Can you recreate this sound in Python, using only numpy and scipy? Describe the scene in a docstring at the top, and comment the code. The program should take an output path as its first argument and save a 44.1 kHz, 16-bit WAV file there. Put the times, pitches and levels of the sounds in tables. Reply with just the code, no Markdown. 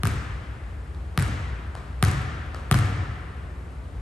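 """Basketball in an empty gym

A player dribbles a ball across the sprung wooden floor of a large gym, some way from two microphone ports.
Each bounce adds a slap, a short ring, a plank knock and a falling thump, all set by how hard the ball lands.
The walls return it as echoes whose delays follow the player's place, and filtered noise dies away as the hall.
Between bounces the hand pats the ball with short smeared clicks; steady shaped noise is the ventilation."""
import sys
import numpy as np
from scipy import signal
from scipy.fft import rfft, irfft
from scipy.io import wavfile

SR = 44100
rng = np.random.default_rng(int(sys.argv[2]) if len(sys.argv) > 2 else 0)


def master(y):
    """Save y as 16-bit WAV."""
    cut = np.clip(np.atleast_2d(y).T, -1, 1)
    pcm = np.round(cut * 32767)  # scale
    wavfile.write(sys.argv[1], SR, pcm.astype(np.int16))


N = 176832  # length in samples

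# In every table, level_db is relative: the functions that play it add their own gain.

# One row a bounce; the first lands before the start and is already dying away.
# The end wall is padded in places and bare in others, so its echo varies.
# Columns: start_s, across_court_m, from_end_wall_m, force_db, wall_echo_body_db, wall_echo_treble_db
BOUNCES_OF_BALL = [(-.85, -2.5, 3.3, -3, -6, -6), (.0344, 0, 3.3, -6, -3.5, -6.5),
                   (1.1763, 3.3, 3.4, -4.5, -9, -11), (2.0268, 5.8, 3.9, -1, -13, -2),
                   (2.7130, 7.4, 5.1, -.5, -1.5, -10)]
# Tone of the ball slapping flat: pitch_hz, level_db
SLAP_TONE = [(60, -5), (300, 9), (480, 8), (900, 5), (1250, 15), (2000, 8.5), (3000, 7), (5000, 3.5),
             (7000, -4), (12000, -18)]
# Tone of the pebbled skin touching the floor: pitch_hz, level_db
SKIN_TONE = [(2000, -28), (3500, -10), (5000, -6), (7000, -2), (8600, 3.5), (11000, 8), (12200, 0),
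             (13500, -26), (16000, -30)]
# Tone of the hall's long answer: pitch_hz, level_db
HALL_TONE = [(25, -24), (45, -13), (62, 2.5), (92, 8.7), (135, 2), (210, -11.5), (400, -17.5), (590, -24.5),
             (900, -24), (1300, -18.1), (1900, -20.6), (2700, -28), (4800, -34.3), (7500, -35.2),
             (11300, -38.5)]
# How each part of a bounce grows with force (dB per dB): hard ones are brighter, knock more, boom more
SKIN_GROWTH, KNOCK_GROWTH, THUMP_GROWTH, HALL_GROWTH, BOOM_GROWTH = 1.9, 2.2, .85, .6, .3
# Gains of the parts at a force of 0 dB (dB)
SKIN_DB, KNOCK_DB, THUMP_DB, HALL_DB, BOOM_DB = 1.8, 3.5, 1, .1, 1.2
# The player passes the microphone's axis from right to left
AXIS_M, LEAD_MS_PER_M = 4.3, .026


def dribble(touch_s=.0006, skin_spread_s=.0004, buzz_db=-16, buzz_s=.004):
    """The pebbled skin touches first, then the ball slaps flat, buzzes briefly and drives the boards."""
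    out = np.zeros((2, N))
    slap = click(SLAP_TONE, top_hz=13000)
    skin = click(SKIN_TONE, top_hz=13500)
    reflected = click(SKIN_TONE, top_hz=11900) + click(THROWN_BACK_TONE, top_hz=11900)
    for s, across_m, _, force_db, _, _ in BOUNCES_OF_BALL:
        lead_ms = LEAD_MS_PER_M * (across_m - AXIS_M)
        force = from_db(force_db)
        skin_gain = from_db(SKIN_DB + SKIN_GROWTH * force_db)
        knock_db = KNOCK_DB + KNOCK_GROWTH * force_db
        thump_gain = from_db(THUMP_DB + THUMP_GROWTH * force_db)
        hall_gain = from_db(HALL_DB + HALL_GROWTH * force_db)
        boom_db = BOOM_DB + BOOM_GROWTH * force_db

        add(out, s - touch_s, skin_gain * aim(scatter(skin, skin_spread_s), 0))
        add(out, s, force * aim(-slap, lead_ms))  # the dented floor first pulls the air down
        add(out, s, force * aim(ball_ring(), lead_ms))
        add(out, s, from_db(force_db + buzz_db) * scatter(slap + skin, buzz_s))
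        add(out, s, from_db(knock_db) * aim(plank(), lead_ms))
        add(out, s, thump_gain * aim(boards(), lead_ms))
        add(out, s, hall_gain * early(reflected))
        add(out, s, hall_gain * hall(HALL_TONE, boom_db, knock_db, gap_s=.006, build_s=.02))
    return out


# What the ball rings with: pitch_hz, level_db, fade_s (time to fall by 60 dB)
BALL_TONES = [(390, -26.5, .065), (947, -43, .3), (1200, -18, .026), (1530, -45, .15), (1785, -39, .1),
              (2300, -52, .2), (2584, -55, .25), (2810, -44, .15)]


def ball_ring():
    """The ball's skin and the air inside ring briefly after the blow, as a sum of fading tones."""
    t = np.arange(SR // 2) / SR
    ring = np.zeros(len(t))
    for hz, db, fade_s in BALL_TONES:
        fade = np.exp(-np.log(1000) * t / fade_s)
        ring -= from_db(db) * fade * np.cos(2 * np.pi * hz * t)
    return ring


def plank(hz=745, fade_s=.045, db=-24.5):
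    """The struck plank knocks: one tone that falls by 60 dB in fade_s."""
    t = np.arange(SR // 4) / SR
    fade = np.exp(-np.log(1000) * t / fade_s)
    return -from_db(db) * fade * np.cos(2 * np.pi * hz * t)


def boards(low_hz=86, sweep_hz=252, sweep_s=.006, peak_s=.0115, shape=1.9, db=-10.5):
    """Bending waves in the sprung floor: the high ones arrive first, so the thump falls in pitch."""
    t = np.arange(SR // 4) / SR
    turns = low_hz * t + sweep_hz * sweep_s * (1 - np.exp(-t / sweep_s))
    swell = (t / peak_s * np.exp(1 - t / peak_s)) ** shape
    return -from_db(db) * swell * np.sin(2 * np.pi * turns)


# Tone of the slap as the walls throw it back: pitch_hz, level_db
THROWN_BACK_TONE = [(60, -5), (400, 12), (900, 11), (1300, 16.5), (1900, 14.5), (2900, 4.5), (5000, 2.5),
                    (7000, -2), (12000, -18)]
# Tone of the sharp tick in an echo, before the air dulls it: pitch_hz, level_db
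ECHO_TICK_TONE = [(2000, -22), (3500, -3), (5000, -1.5), (6800, 2.5), (8600, 5.5), (11000, 11), (12200, 5),
                  (13500, -20), (16000, -30)]


def walls(body_spread_s=.0016, treble_spread_s=.0006, body_db=-1, treble_db=-1,
          ring_db=-6, ring_top_hz=3000, thump_db=-3):
    """Strong single echoes carry a smeared slap and tick, the ball's ring and the thump."""
    out = np.zeros((2, N))
    body = click(THROWN_BACK_TONE, top_hz=12400)
    thump = boards()
    low_pass = signal.butter(2, ring_top_hz, fs=SR, output="sos")
    ring = signal.sosfilt(low_pass, ball_ring())
    for s, across_m, wall_m, force_db, wall_body_db, wall_treble_db in BOUNCES_OF_BALL:
        strength = from_db(HALL_GROWTH * force_db)
        for delay_s, low_db, high_db in echo_paths(across_m, wall_m, wall_body_db, wall_treble_db):
            at = s + delay_s
            low = strength * from_db(low_db)
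            high = strength * from_db(high_db)
            tick = click(through_air(ECHO_TICK_TONE, delay_s), top_hz=12800)
            lead_ms = rng.uniform(-.1, .1)  # each echo's slap has its own direction
            add(out, at, low * from_db(body_db) * aim(scatter(body, body_spread_s), lead_ms))
            add(out, at, high * from_db(treble_db) * scatter(tick, treble_spread_s))
            add(out, at, low * from_db(ring_db) * ring)
            add(out, at, low * from_db(thump_db) * thump)
    return out


# Other echoing surfaces, in order: right wall (left behind), left wall (coming nearer),
# basket frame, a surface near the microphone. Delay and level change as the player crosses the court.
# Columns: delay_at_0_m_ms, delay_ms_per_m, body_at_0_m_db, treble_at_0_m_db, level_db_per_m
ECHO_SURFACES = [(36.9, 3.33, -6.5, .3, -1.6), (126.4, -6.87, -30, -27, 2.9), (19.2, -1.52, -25, -21, 2.15),
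                 (12.4, 0, -13.5, -23, 1.25)]
SOUND_M_PER_S = 343
# The upper end wall answers a little after its foot, and duller
UPPER_LAG_S, UPPER_BODY_DB, UPPER_TREBLE_DB = .0098, -11, -19


def echo_paths(across_m, wall_m, body_db, treble_db):
    """The echoes of a bounce at this place on the court, as (delay s, body dB, treble dB)."""
    round_trip_s = 2 * wall_m / SOUND_M_PER_S
    foot = (round_trip_s, body_db, treble_db)
    upper = (round_trip_s + UPPER_LAG_S, UPPER_BODY_DB, UPPER_TREBLE_DB)
    paths = [foot, upper]
    for ms, ms_per_m, low_db, high_db, db_per_m in ECHO_SURFACES:
        delay_s = (ms + ms_per_m * across_m) / 1000
        change_db = db_per_m * across_m
        paths.append((delay_s, low_db + change_db, high_db + change_db))
    return paths


AIR_DB_PER_S, AIR_AT_HZ = 85, 10000  # loss on the way, at this pitch


def through_air(spectrum, s):
    """Air takes treble over s seconds of travel; the loss grows with the square of frequency."""
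    return [(hz, db - AIR_DB_PER_S * s * (hz / AIR_AT_HZ) ** 2) for hz, db in spectrum]


def early(pulse, db=-8, first_s=.011, fade_s=.07, count=150):
    """Many weak reflections from floor, walls and roof beams."""
    delay = rng.exponential(fade_s, count)
    size = rng.standard_normal(count) * np.exp(-delay / fade_s / 2)
    taps = np.zeros(SR)
    taps[np.minimum((first_s + delay) * SR, SR - 1).astype(int)] = size
    return from_db(db) * signal.fftconvolve(taps / np.linalg.norm(taps), pulse)


# How long the hall rings: pitch_hz, fade_s (time to fall by 60 dB)
HALL_FADES = [(60, 1.3), (120, 1.2), (250, 1.4), (500, 1.8), (1200, 2.3), (2500, 2.1), (4000, 1.55),
              (7000, 1.0), (11000, .68)]
# Resonances that linger in the hall: pitch_hz, width_hz, boost_db (scaled by ring_db below)
LINGERING_TONES = [(296, 25, 3), (738, 48, 8.5), (1192, 60, 2.8), (1335, 45, 2.8), (1775, 40, 3.5),
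                   (2830, 100, 1.5)]


def hall(spectrum, bass_db, ring_db, gap_s, build_s, bass_hz=220, size=512):
    """The hall's answer to one blow: it builds up, then every band dies at its own speed."""
    count = 2 * SR
    hz, t, bands = signal.stft(diffuse(spectrum, count), SR, nperseg=size)
    fade_db = -60 * t / read(HALL_FADES, hz)[:, None]
    tail = signal.istft(bands * from_db(fade_db), SR, nperseg=size)[1][:, :count]

    hz = np.fft.rfftfreq(count, 1 / SR)
    t = np.arange(count) / SR
    # a ringing bounce leaves stronger resonances in the air
    peaks = sum(db / (1 + (2 * (hz - f) / width) ** 2) for f, width, db in LINGERING_TONES)
    peaks_db = from_db(ring_db) * peaks
    shelf_db = bass_db / (1 + (hz / bass_hz) ** 4)
    build = 1 - np.exp(-(np.maximum(t - gap_s, 0) / build_s) ** 2)
    return irfft(rfft(tail) * from_db(peaks_db + shelf_db)) * build


# When the hand meets the ball: start_s, level_db
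HAND_PATS = [(.9475, -11), (1.7522, 1), (2.4632, -13), (2.5460, 2.5)]
# Tone of a pat: pitch_hz, level_db
PAT_TONE = [(80, -10), (300, 0), (600, 0), (850, -3), (1200, 2), (2200, -12), (4000, -15.5), (7000, -24),
            (11500, -24), (13500, -40)]


def hand(hall_db=-35):
    """The palm pats the ball: a smeared click, its early reflections and a faint answer from the hall."""
    out = np.zeros((2, N))
    pat = click(PAT_TONE, top_hz=12000)
    for s, db in HAND_PATS:
        add(out, s, from_db(db) * scatter(pat, spread_s=.001))
        add(out, s, from_db(db) * early(pat, db=-4, first_s=.01, fade_s=.03))
        answer = hall(PAT_TONE, bass_db=0, ring_db=-20, gap_s=.008, build_s=.01)
        add(out, s, from_db(db + hall_db) * answer)
    return out


# Tone of the ventilation: pitch_hz, level_db
VENT_TONE = [(20, -46), (42, -27), (58, -5.8), (80, -9.8), (120, -20.5), (200, -28.5), (450, -34),
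             (900, -39), (1600, -41), (3000, -52), (6000, -62), (11300, -60)]


def ventilation(db=0):
    """A deep, lumpy duct rumble with a faint rush of air, made from shaped noise."""
    return from_db(db) * diffuse(VENT_TONE, N)


# How alike left and right are in diffuse sound: pitch_hz, likeness (1 = the same, 0 = unrelated)
LEFT_RIGHT_LIKENESS = [(60, .995), (150, .96), (300, .85), (600, .58), (1100, .3), (1600, .05), (2400, .5),
                       (3500, .65), (6000, .55), (9000, .85)]


def diffuse(spectrum, count, top_hz=11700):
    """Noise arriving from all sides at both ports; distance has taken its highest treble."""
    hz = np.fft.rfftfreq(count, 1 / SR)
    mid, side = rfft(rng.standard_normal((2, count)))
    same = np.clip(read(LEFT_RIGHT_LIKENESS, hz), -1, 1)
    shared = mid * np.sqrt((1 + same) / 2)
    opposite = np.outer([1, -1], np.sqrt((1 - same) / 2)) * side
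    gain = from_db(read(spectrum, hz)) / (1 + (hz / top_hz) ** 44)
    return irfft((shared + opposite) * gain, count)


def click(spectrum, top_hz=15000, size=4096):
    """The most compact causal pulse that has this spectrum, cut steeply above top_hz."""
    hz = abs(np.fft.fftfreq(size, 1 / SR))
    gain = from_db(read(spectrum, hz)) / (1 + (hz / top_hz) ** 44) + 1e-4  # keeps the log finite
    minimum_phase = np.exp(np.conj(signal.hilbert(np.log(gain))))
    return np.fft.ifft(minimum_phase).real


def scatter(pulse, spread_s, size=1024):
    """Smears a pulse over a short time, as a rough surface does."""
    burst = rng.standard_normal(size) * np.exp(-np.arange(size) / SR / spread_s)
    return signal.fftconvolve(pulse, burst / np.linalg.norm(burst))[:len(pulse)]


def aim(sound, lead_ms):
    """Sound from one side reaches the nearer port first; a positive lead favours the left."""
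    delay = np.array([[-.5], [.5]]) * lead_ms * SR / 1000  # in samples, left then right
    taps = np.sinc(np.arange(-12, 13) - delay) * signal.windows.hann(25)
    return signal.fftconvolve(sound[None], taps)


def from_db(db):
    """Turns decibels into a plain gain."""
    return 10 ** (np.asarray(db) / 20)


def read(points, hz):
    """Joins points by straight lines on a log-frequency axis."""
    f, value = np.transpose(points)
    return np.interp(np.log(hz + 1), np.log(f), value)


def add(mix, s, sound):
    """Mixes a sound in at time s, dropping what falls outside the mix."""
    at = round(s * SR)
    sound = sound[..., max(-at, 0):]
    part = mix[:, max(at, 0):][:, :sound.shape[-1]]
    part += sound[..., :part.shape[1]]


def scene():
    """The bounces, their wall echoes, the hand and the ventilation together."""
    return dribble() + walls() + hand() + ventilation()


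# The two microphone ports: pitch_hz, left_lead_radians, left_over_right_db
MICROPHONE_PORTS = [(60, 0, 1.4), (300, 0, 1.5), (600, 0, 2.6), (1800, 0, 2.5), (3300, .65, 3.3),
                    (7000, .55, 2), (8300, 0, 0), (9200, -1, 0), (10000, -2.7, 0), (11000, -4, 0),
                    (12500, -5.6, 0)]
EDGE_HZ = 15800  # nothing much is heard above this


def record(dry):
    """The two ports differ in phase and level; then the band limit."""
    hz = np.fft.rfftfreq(2 * N, 1 / SR)
    ports = np.array(MICROPHONE_PORTS)
    lead = read(ports[:, :2], hz)
    balance_db = read(ports[:, ::2], hz)
    left = from_db(balance_db / 2)
    right = from_db(-balance_db / 2) * np.exp(-1j * lead)
    heard = irfft(rfft(dry, 2 * N) * np.array([left, right]))[:, :N]
    low_pass = signal.firwin(511, EDGE_HZ, window=("kaiser", 9), fs=SR)
    return signal.oaconvolve(heard, low_pass[None], "same")


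dry = scene()
out = record(dry)
master(out)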